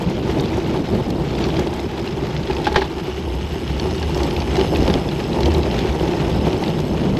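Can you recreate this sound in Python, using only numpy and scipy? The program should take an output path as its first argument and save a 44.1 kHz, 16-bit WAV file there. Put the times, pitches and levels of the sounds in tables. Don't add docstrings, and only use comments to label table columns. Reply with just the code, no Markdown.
import sys
import numpy as np
from scipy import signal
from scipy.fft import rfft, irfft, next_fast_len
from scipy.io import wavfile
from scipy.ndimage import map_coordinates

SR = 44100
rng = np.random.default_rng(int(sys.argv[2]) if len(sys.argv) > 2 else 0)


def bounce(signal):
    frames = np.transpose(np.atleast_2d(signal))
    limited = np.clip(frames, -1, 1)
    pcm = np.round(limited * 32767).astype(np.int16)
    wavfile.write(sys.argv[1], SR, pcm)


N = 317079

# (time [s], level [dB])
WIND_LEVEL = [(0, -22), (1.5, -22.5), (1.8, -26.5), (2.5, -25.5), (3.3, -31), (3.9, -25), (4.4, -25.5),
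              (4.8, -18.5), (5.2, -23), (5.45, -20.5), (6, -24), (6.4, -18.5), (6.7, -23), (7.19, -17)]
# (time [s], swell [dB])
GUST_SWELLS = [(.065, 2), (0.359, 9), (.94, 4), (2.22, 5), (2.605, 4.5), (3.27, 4.5)]
# (frequency [Hz], level [dB])
WIND_SPECTRUM = [(20, -25), (40, -6.5), (100, -2.5), (135, -0.5), (154, 2.5), (180, -0.5), (250, -3),
                 (500, -11.5), (1000, -25), (2000, -62)]
# (frequency [Hz], width [Hz], level [dB])
CLAMP_MODE = [(67.7, 23, 0)]
# (time [s], level [dB])
CLAMP_LEVEL = [(0, -34.5), (1.5, -30.5), (2.1, -35), (2.8, -28), (3.02, -38), (3.3, -24), (3.7, -28),
               (4.0, -23.5), (4.15, -22), (4.35, -21), (4.6, -25), (4.85, -22), (5.0, -33), (5.15, -38),
               (5.33, -35), (5.42, -17), (5.53, -20.5), (5.62, -24), (5.82, -29), (5.92, -20), (6.1, -37),
               (6.35, -20.5), (6.7, -33.5), (7.19, -33)]
# (frequency [Hz], width [Hz], level [dB])
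FRAME_MODES = [(333.1, 32.8, 3.5), (389, 52.5, 2.5), (868, 155, -8.5), (472, 130, -6), (646, 206, -9.5)]
# (time [s], level [dB])
COARSENESS = [(0, 1.5), (.2, -0.5), (.42, 2), (.7, -0.5), (1.2, -2), (1.4, 1.5), (1.53, 2), (1.6, 3),
              (1.7, -0.5), (1.9, -2), (2.4, -3.5), (2.6, 1), (2.95, -3.5), (3.5, -4), (3.95, -0.5),
              (4.08, -1), (4.24, 3), (4.48, -2.5), (4.6, 3.5), (4.7, 1), (4.85, 4.5), (5.15, -2),
              (5.45, 2.5), (5.7, 2.5), (6.05, 1.5), (6.35, 2.5), (6.42, 0), (6.5, 3.5), (6.75, -0.5),
              (7.19, -3)]
# (time [s], level [dB])
RING_LEVEL = [(0, -56), (2.8, -54), (3.6, -58), (4.1, -55), (4.8, -49), (5.3, -49), (6, -52), (6.6, -52),
              (7.19, -57)]
# (frequency [Hz], width [Hz], level [dB])
STEEL_RING_MODES = [(5140, 80, 2), (6450, 53, -13)]
# (time [s], rate [clicks/s], level [dB])
PAWL_CLICKS = [(0, 150, -71), (2.6, 106, -51), (3.6, 114, -42.5), (4.1, 119, -41), (4.7, 128, -40),
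               (5.3, 124, -45.5), (6.5, 120, -45), (7.19, 140, -46)]
# (frequency [Hz], width [Hz], level [dB])
FREEWHEEL_MODES = [(2890, 330, -0.5), (5220, 190, -6), (6330, 130, -9), (7760, 200, -15),
                   (8670, 130, -18.5), (10600, 260, -18.5), (11500, 460, -22.5), (12700, 560, -22)]
# (time [s], level [dB], pitch [Hz])
BUMPS = [(0.062, -1.5, 176), (0.276, -19, 171), (0.354, -10, 143), (0.933, -16, 214), (0.979, -8, 171),
         (1.139, -22, 191), (1.21, -8, 166), (2.206, -20, 161), (2.339, -7, 152), (2.602, -10, 152),
         (3.018, -14, 164), (3.701, -9.5, 155), (3.872, -14, 161), (4.121, -6, 155), (4.246, -8, 270),
         (4.543, -8, 130), (4.897, -4.5, 159), (5.76, -9, 154.4), (6.006, -5, 165), (6.202, -4, 133),
         (6.365, -9, 117.2), (6.463, -20, 161.5), (6.8, -14, 130.7), (6.914, -13, 175), (6.982, -13, 247)]
# (time [s], level [dB], hardness [dB])
BAR_BLOWS = [(0.764, -10.5, -21), (0.931, -17, -12), (1.488, -10.5, -14), (1.589, -10, -9),
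             (1.728, -20, -1), (2.498, -3.5, -19), (2.668, -6.5, -2), (2.718, -6, -22), (2.743, -20, 4),
             (2.759, -7.5, 4.5), (2.778, -5, -13), (2.817, -15.5, 3), (4.029, -19.5, -0.5),
             (4.587, -3.5, -18), (4.61, -3, -25), (4.899, -10.5, -6), (4.939, -11, -10), (6.467, -2, -24),
             (6.842, -25, -10)]
# (frequency [Hz], level [dB], t60 [s])
BAR_MODES = [(380, 5, 0.061), (673, -13, 0.1), (843, 1.5, 0.068), (1203, -12, 0.077), (1536, -13, 0.043),
             (1628, -2.5, 0.044), (1850, -10, 0.04), (2510, -25, .04), (3170, -16, 0.034),
             (4300, -20, 0.026)]
# (frequency [Hz], level [dB])
RATTLE_SPECTRUM = [(900, 4.5), (1500, -1.5), (4300, -3.5), (6000, -18), (9000, -50)]
# (time [s], level [dB])
STONE_SPLITS = [(0.0982, -52), (0.407, -44), (0.5696, -49), (1.1034, -46), (1.5943, -44), (1.7374, -48),
                (1.7998, -50), (2.644, -48), (2.7266, -48), (3.9978, -48), (4.1754, -45), (4.2318, -44),
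                (4.568, -47), (4.7686, -45), (5.4051, -46), (5.457, -46), (5.5388, -46), (5.5812, -47),
                (5.7902, -46), (6.8019, -47)]
# (time [s], level [dB], pitch [Hz])
SQUARE_HITS = [(0.7945, -27, 4000), (1.3875, -19, 4200), (1.4695, -20, 4000), (1.541, -21, 2800),
               (1.5595, -22, 4300), (2.6557, -11, 3360), (2.7598, -7, 3020), (4.6128, -4.5, 3050),
               (4.831, -14, 4300), (4.8525, -18, 5200), (4.863, -15, 3200), (4.911, -16, 3500),
               (4.9401, -1.5, 3400), (5.9978, -13, 3000), (6.1355, -14, 2600), (6.317, -15, 3500),
               (6.3405, -19, 3000)]
# (time [s], level [dB], pitch [Hz])
TUBE_HITS = [(0.3975, -13.5, 3670), (0.4559, -18.5, 3450), (0.774, -24, 3100), (0.870, -26, 3200),
             (1.104, -21, 4300), (1.351, -19, 3500), (1.411, -22, 3180), (1.4397, -14, 4520),
             (1.4403, -15, 2500), (1.4865, -19, 3400), (1.5025, -18, 2600), (1.566, -16, 2340),
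             (1.593, -18, 3320), (1.6716, -17, 2580), (1.794, -18.5, 2060), (1.9783, -22, 3430),
             (2.075, -15.5, 2780), (2.2686, -21, 2000), (2.3645, -15.5, 2020), (2.376, -21, 5030),
             (2.473, -16, 3320), (2.509, -14.5, 2530), (2.5667, -13, 2630), (2.645, -15, 3350),
             (2.656, -13, 2600), (2.726, -17, 3400), (2.758, -11, 3180), (2.81, -15, 2240),
             (2.8424, -20, 3400), (3.677, -17.5, 3070), (3.7973, -10.5, 4450), (3.9085, -18.5, 2900),
             (3.981, -20, 2840), (3.953, -20, 4400), (4.027, -14, 2770), (4.1458, -16, 5370),
             (4.175, -15, 3240), (4.192, -19, 3400), (4.2332, -13.5, 4500), (4.3077, -13.5, 3160),
             (4.3645, -12.5, 2630), (4.4024, -16, 4440), (4.419, -14, 2480), (4.5555, -15, 2100),
             (4.5664, -12.5, 3900), (4.595, -12.5, 2370), (4.7492, -15, 2720), (4.7587, -9.5, 2560),
             (4.8777, -11, 2950), (4.8993, -15.5, 2530), (5.0883, -15, 3480), (5.113, -21, 4020),
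             (5.24, -19, 3200), (5.33, -16, 3960), (5.4056, -14, 3550), (5.432, -10, 3950),
             (5.4575, -9, 3140), (5.5177, -16, 3480), (5.5457, -12.5, 3930), (5.631, -15, 3960),
             (5.712, -15.5, 3090), (5.789, -12, 3520), (5.816, -19, 2910), (5.876, -17, 2733),
             (6.3018, -22, 3400), (6.5291, -17, 3000), (6.6368, -12, 2110), (6.6794, -14.5, 3780),
             (6.701, -19, 3070), (6.79, -19, 3340), (6.801, -17.5, 4200), (7.1695, -15.5, 2050)]
# (frequency [Hz], level [dB])
GRAVEL_SPECTRUM = [(530, -19), (900, -19), (1120, -6.5), (1660, -9), (2060, -8.5), (2270, -8.5),
                   (3340, -10.5), (4400, -15.5), (7070, -25), (9500, -64), (12400, -70), (20900, -120)]
# (frequency [Hz], level [dB])
GRIT_SPECTRUM = [(6000, -20), (8000, 14), (9350, -32), (10300, -0.5), (11600, 8.5), (13000, 4), (15500, 4)]
# (frequency [Hz], level [dB])
MIC_RESPONSE = [(12500, 0), (13500, -8), (14500, -13), (15300, -26)]

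DRONE_DB, CRUNCH_DB, SPRAY_DB = -25, -37, -55.5
DRONE_GROWS, CRUNCH_GROWS, SPRAY_GROWS = 1.13, 0.7, 0.63


def amp(db):
    return 10 ** (np.asarray(db) / 20)


def unit(x):
    return x / np.sqrt(np.mean(x ** 2) + 1e-20)


def curves(rows):
    times, *columns = np.transpose(rows)
    return [np.interp(np.arange(N) / SR, times, column) for column in columns]


def wobble(rate):
    knots = rng.standard_normal(int(N * rate / SR) + 4)
    return map_coordinates(knots, [np.arange(N) * rate / SR])


def filtered(x, response):
    size = next_fast_len(N + SR // 2)
    return irfft(rfft(x, size) * response(np.fft.rfftfreq(size, 1 / SR)), size)[:N]


def colour(points):
    hz, db = np.transpose(points)
    return lambda f: amp(np.interp(np.log(f + 1), np.log(hz + 1), db))


def resonant(modes):
    return lambda f: sum((-1) ** k * amp(db) * 1j * f * width / (hz * hz - f * f + 1j * f * width)
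                         for k, (hz, width, db) in enumerate(modes))


def jolts(rate, spread_db):
    size = amp(spread_db * np.minimum(rng.exponential(size=N), 4)) * rng.standard_normal(N)
    return unit(size * (rng.random(N) < rate / SR))


def tails(impulses, fall_s):
    return unit(signal.lfilter([1], [1, -np.exp(-1 / (fall_s * SR))], impulses))


def strike(t, db, rise_s, t60):
    return amp(db - 60 * t / t60) * (1 - np.exp(-t / rise_s))


def bursts(times, levels_db, t60):
    out, t = np.zeros(N + SR), np.arange(SR // 10) / SR
    for s, db in zip(times, levels_db):
        out[round(s * SR):][:len(t)] += strike(t, db, 0.00047, t60) * rng.standard_normal(len(t))
    return out[:N]


def wind(rise_s=0.0077, fall_s=0.043):
    level_db, = curves(WIND_LEVEL)
    t = np.arange(N) / SR
    gust_db = sum(db * np.exp(-((t - s) / np.where(t < s, rise_s, fall_s)) ** 2)
                  for s, db in GUST_SWELLS)
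    turbulence = amp(1.4 * wobble(40)) * rng.standard_normal(N)
    return amp(level_db + gust_db) * unit(filtered(turbulence, colour(WIND_SPECTRUM)))


def clamp_bounce():
    level_db, = curves(CLAMP_LEVEL)
    hz = CLAMP_MODE[0][0] + 6 * wobble(12)
    swing = np.sqrt(2) * np.sin(np.cumsum(2 * np.pi * hz / SR))
    rumble = unit(filtered(rng.standard_normal(N), lambda f: resonant(CLAMP_MODE)(f) ** 2))
    return amp(level_db) * unit(1.13 * swing + rumble)


def frame_drone():
    coarse_db, = curves(COARSENESS)
    shaking = amp(2.25 * wobble(40)) * jolts(1500, spread_db=0.5)
    body = filtered(shaking, resonant(FRAME_MODES[:3]))
    broad = filtered(amp(0.53 * coarse_db) * shaking, resonant(FRAME_MODES[3:]))
    return amp(DRONE_DB + DRONE_GROWS * coarse_db) * unit(body + broad)


def steel_ring():
    level_db, = curves(RING_LEVEL)
    fits = amp(2.5 * wobble(30)) * jolts(900, spread_db=3.0)
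    return amp(level_db) * unit(filtered(fits, resonant(STEEL_RING_MODES)))


def freewheel():
    rate, level_db = curves(PAWL_CLICKS)
    teeth_passed = np.floor(np.cumsum(rate * amp(0.15 * wobble(40))) / SR)
    ticks = np.diff(teeth_passed, prepend=0) * amp(0.89 * rng.standard_normal(N))
    scrapes = (tails(ticks, fall_s=0.00082) + 0.5) * rng.standard_normal(N)
    buzz = np.zeros(N)
    for hz, width, db in FREEWHEEL_MODES:
        mode = resonant([(hz, width, db)])
        skirt = resonant([(hz, 4 * width, 0)])
        flutter = amp(hz / 3000 * wobble(26))
        buzz += flutter * filtered(scrapes, lambda f: mode(f) * skirt(f))
    return amp(level_db) * unit(buzz)


def wheel_thumps():
    out, t = np.zeros(N + SR), np.arange(SR // 10) / SR
    for s, db, hz in BUMPS:
        out[round(s * SR):][:len(t)] += strike(t, db - 5, 0.0042, t60=0.12) * np.sin(2 * np.pi * hz * t)
    return out[:N]


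def bar_knocks():
    out, t = np.zeros(N + SR), np.arange(SR // 8) / SR
    for s, db, hard_db in BAR_BLOWS:
        for hz, mode_db, t60 in BAR_MODES:
            upper = min(np.log2(hz / BAR_MODES[0][0]) / 2, 1)
            level_db = db - 4.5 + mode_db + hard_db * upper + rng.normal(0, 2.2)
            envelope = strike(t, level_db, 1.53 / hz, t60)
            shiver = np.cumsum(rng.standard_normal(len(t))) * hz / 22000
            out[round(s * SR):][:len(t)] += envelope * np.sin(2 * np.pi * hz * t + shiver)
    s, db, hard_db = np.transpose(BAR_BLOWS)
    rattle = bursts(s, db + hard_db - 1.5, t60=0.091)
    return out[:N] + filtered(rattle, colour(RATTLE_SPECTRUM))


def stone_snaps():
    s, db = np.transpose(STONE_SPLITS)
    edge = colour([(8000, -24), (10000, 1), (12000, 4.5), (15000, 3)])
    body = colour([(3500, -30), (5000, 6), (7000, 3), (9000, -8), (10000, -30)])
    return filtered(bursts(s, db + 9.5, t60=0.02), edge) + filtered(bursts(s, db + 18.5, t60=0.022), body)


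def stone_cracks():
    out, t = np.zeros(N + SR), np.arange(SR // 100) / SR
    for s, db, hz in SQUARE_HITS:
        phase = 2 * np.pi * hz * t
        crack = np.sin(phase) + 0.45 * np.sin(1.32 * phase) + 0.45 * np.sin(0.65 * phase)
        out[round(s * SR):][:len(t)] += strike(t, db, 0.0002, t60=0.004) * crack
    return out[:N]


def stones_on_tubes():
    out, t = np.zeros(N + SR), np.arange(SR // 40) / SR
    for s, db, hz in TUBE_HITS:
        phase = 2 * np.pi * hz * t
        ring = np.sin(phase) + 0.3 * np.sin(1.3 * phase)
        out[round(s * SR):][:len(t)] += strike(t, db - 7, 0.00041, t60=0.019) * ring
    s, db, _ = np.transpose(TUBE_HITS)
    crackle = colour([(800, -18), (1600, 2), (4500, 3.5), (6500, -11), (9000, -51)])
    return out[:N] + filtered(bursts(s, db - 4.5, t60=0.023), crackle)


def pebble_pings(count, centre_hz, log_spread, decay_cycles, spread_db):
    when, softness, _ = rng.random((count, 3)).T[:, :, None]
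    hz = np.clip(centre_hz * np.exp(log_spread * rng.standard_normal((count, 1))), 900, 6000)
    t = np.arange(256) / SR
    gain = amp(-spread_db * np.log(softness + 0.017))
    envelope = np.exp(-t * hz / decay_cycles) * (1 - np.exp(-t / 0.000098))
    tones = gain * envelope * np.sin(2 * np.pi * hz * t)
    at = (when * N).astype(int) + np.arange(len(t))
    return unit(np.bincount(at.ravel(), tones.ravel(), N + len(t))[:N])


def tyres():
    coarse_db, = curves(COARSENESS)
    patches = tails(np.abs(jolts(160, spread_db=1.5)), fall_s=0.007)
    grains = amp(1.2 * wobble(14)) * (patches + 1.9) * jolts(9000, spread_db=0.2)
    grind = unit(filtered(grains, colour(GRAVEL_SPECTRUM)))
    pings = pebble_pings(count=1600, centre_hz=3454, log_spread=0.28, decay_cycles=7.5, spread_db=2.0)
    crunch = amp(CRUNCH_DB + CRUNCH_GROWS * coarse_db) * (grind + 0.45 * pings)
    spits = tails(np.abs(jolts(200, spread_db=6.0)), fall_s=0.0033) + 0.43 * patches + 1.0
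    spray = unit(filtered(spits * rng.standard_normal(N), colour(GRIT_SPECTRUM)))
    return crunch + amp(SPRAY_DB + SPRAY_GROWS * coarse_db) * spray


def scene():
    rolling = clamp_bounce() + wind() + frame_drone() + tyres() + freewheel()
    hits = stones_on_tubes() + stone_cracks() + stone_snaps() + bar_knocks() + wheel_thumps()
    return (rolling + hits + steel_ring())[None]


def record(dry):
    return filtered(dry[0], lambda hz: colour(MIC_RESPONSE)(hz) * (hz < 15300))[None]


dry = scene()
out = record(dry)
bounce(out)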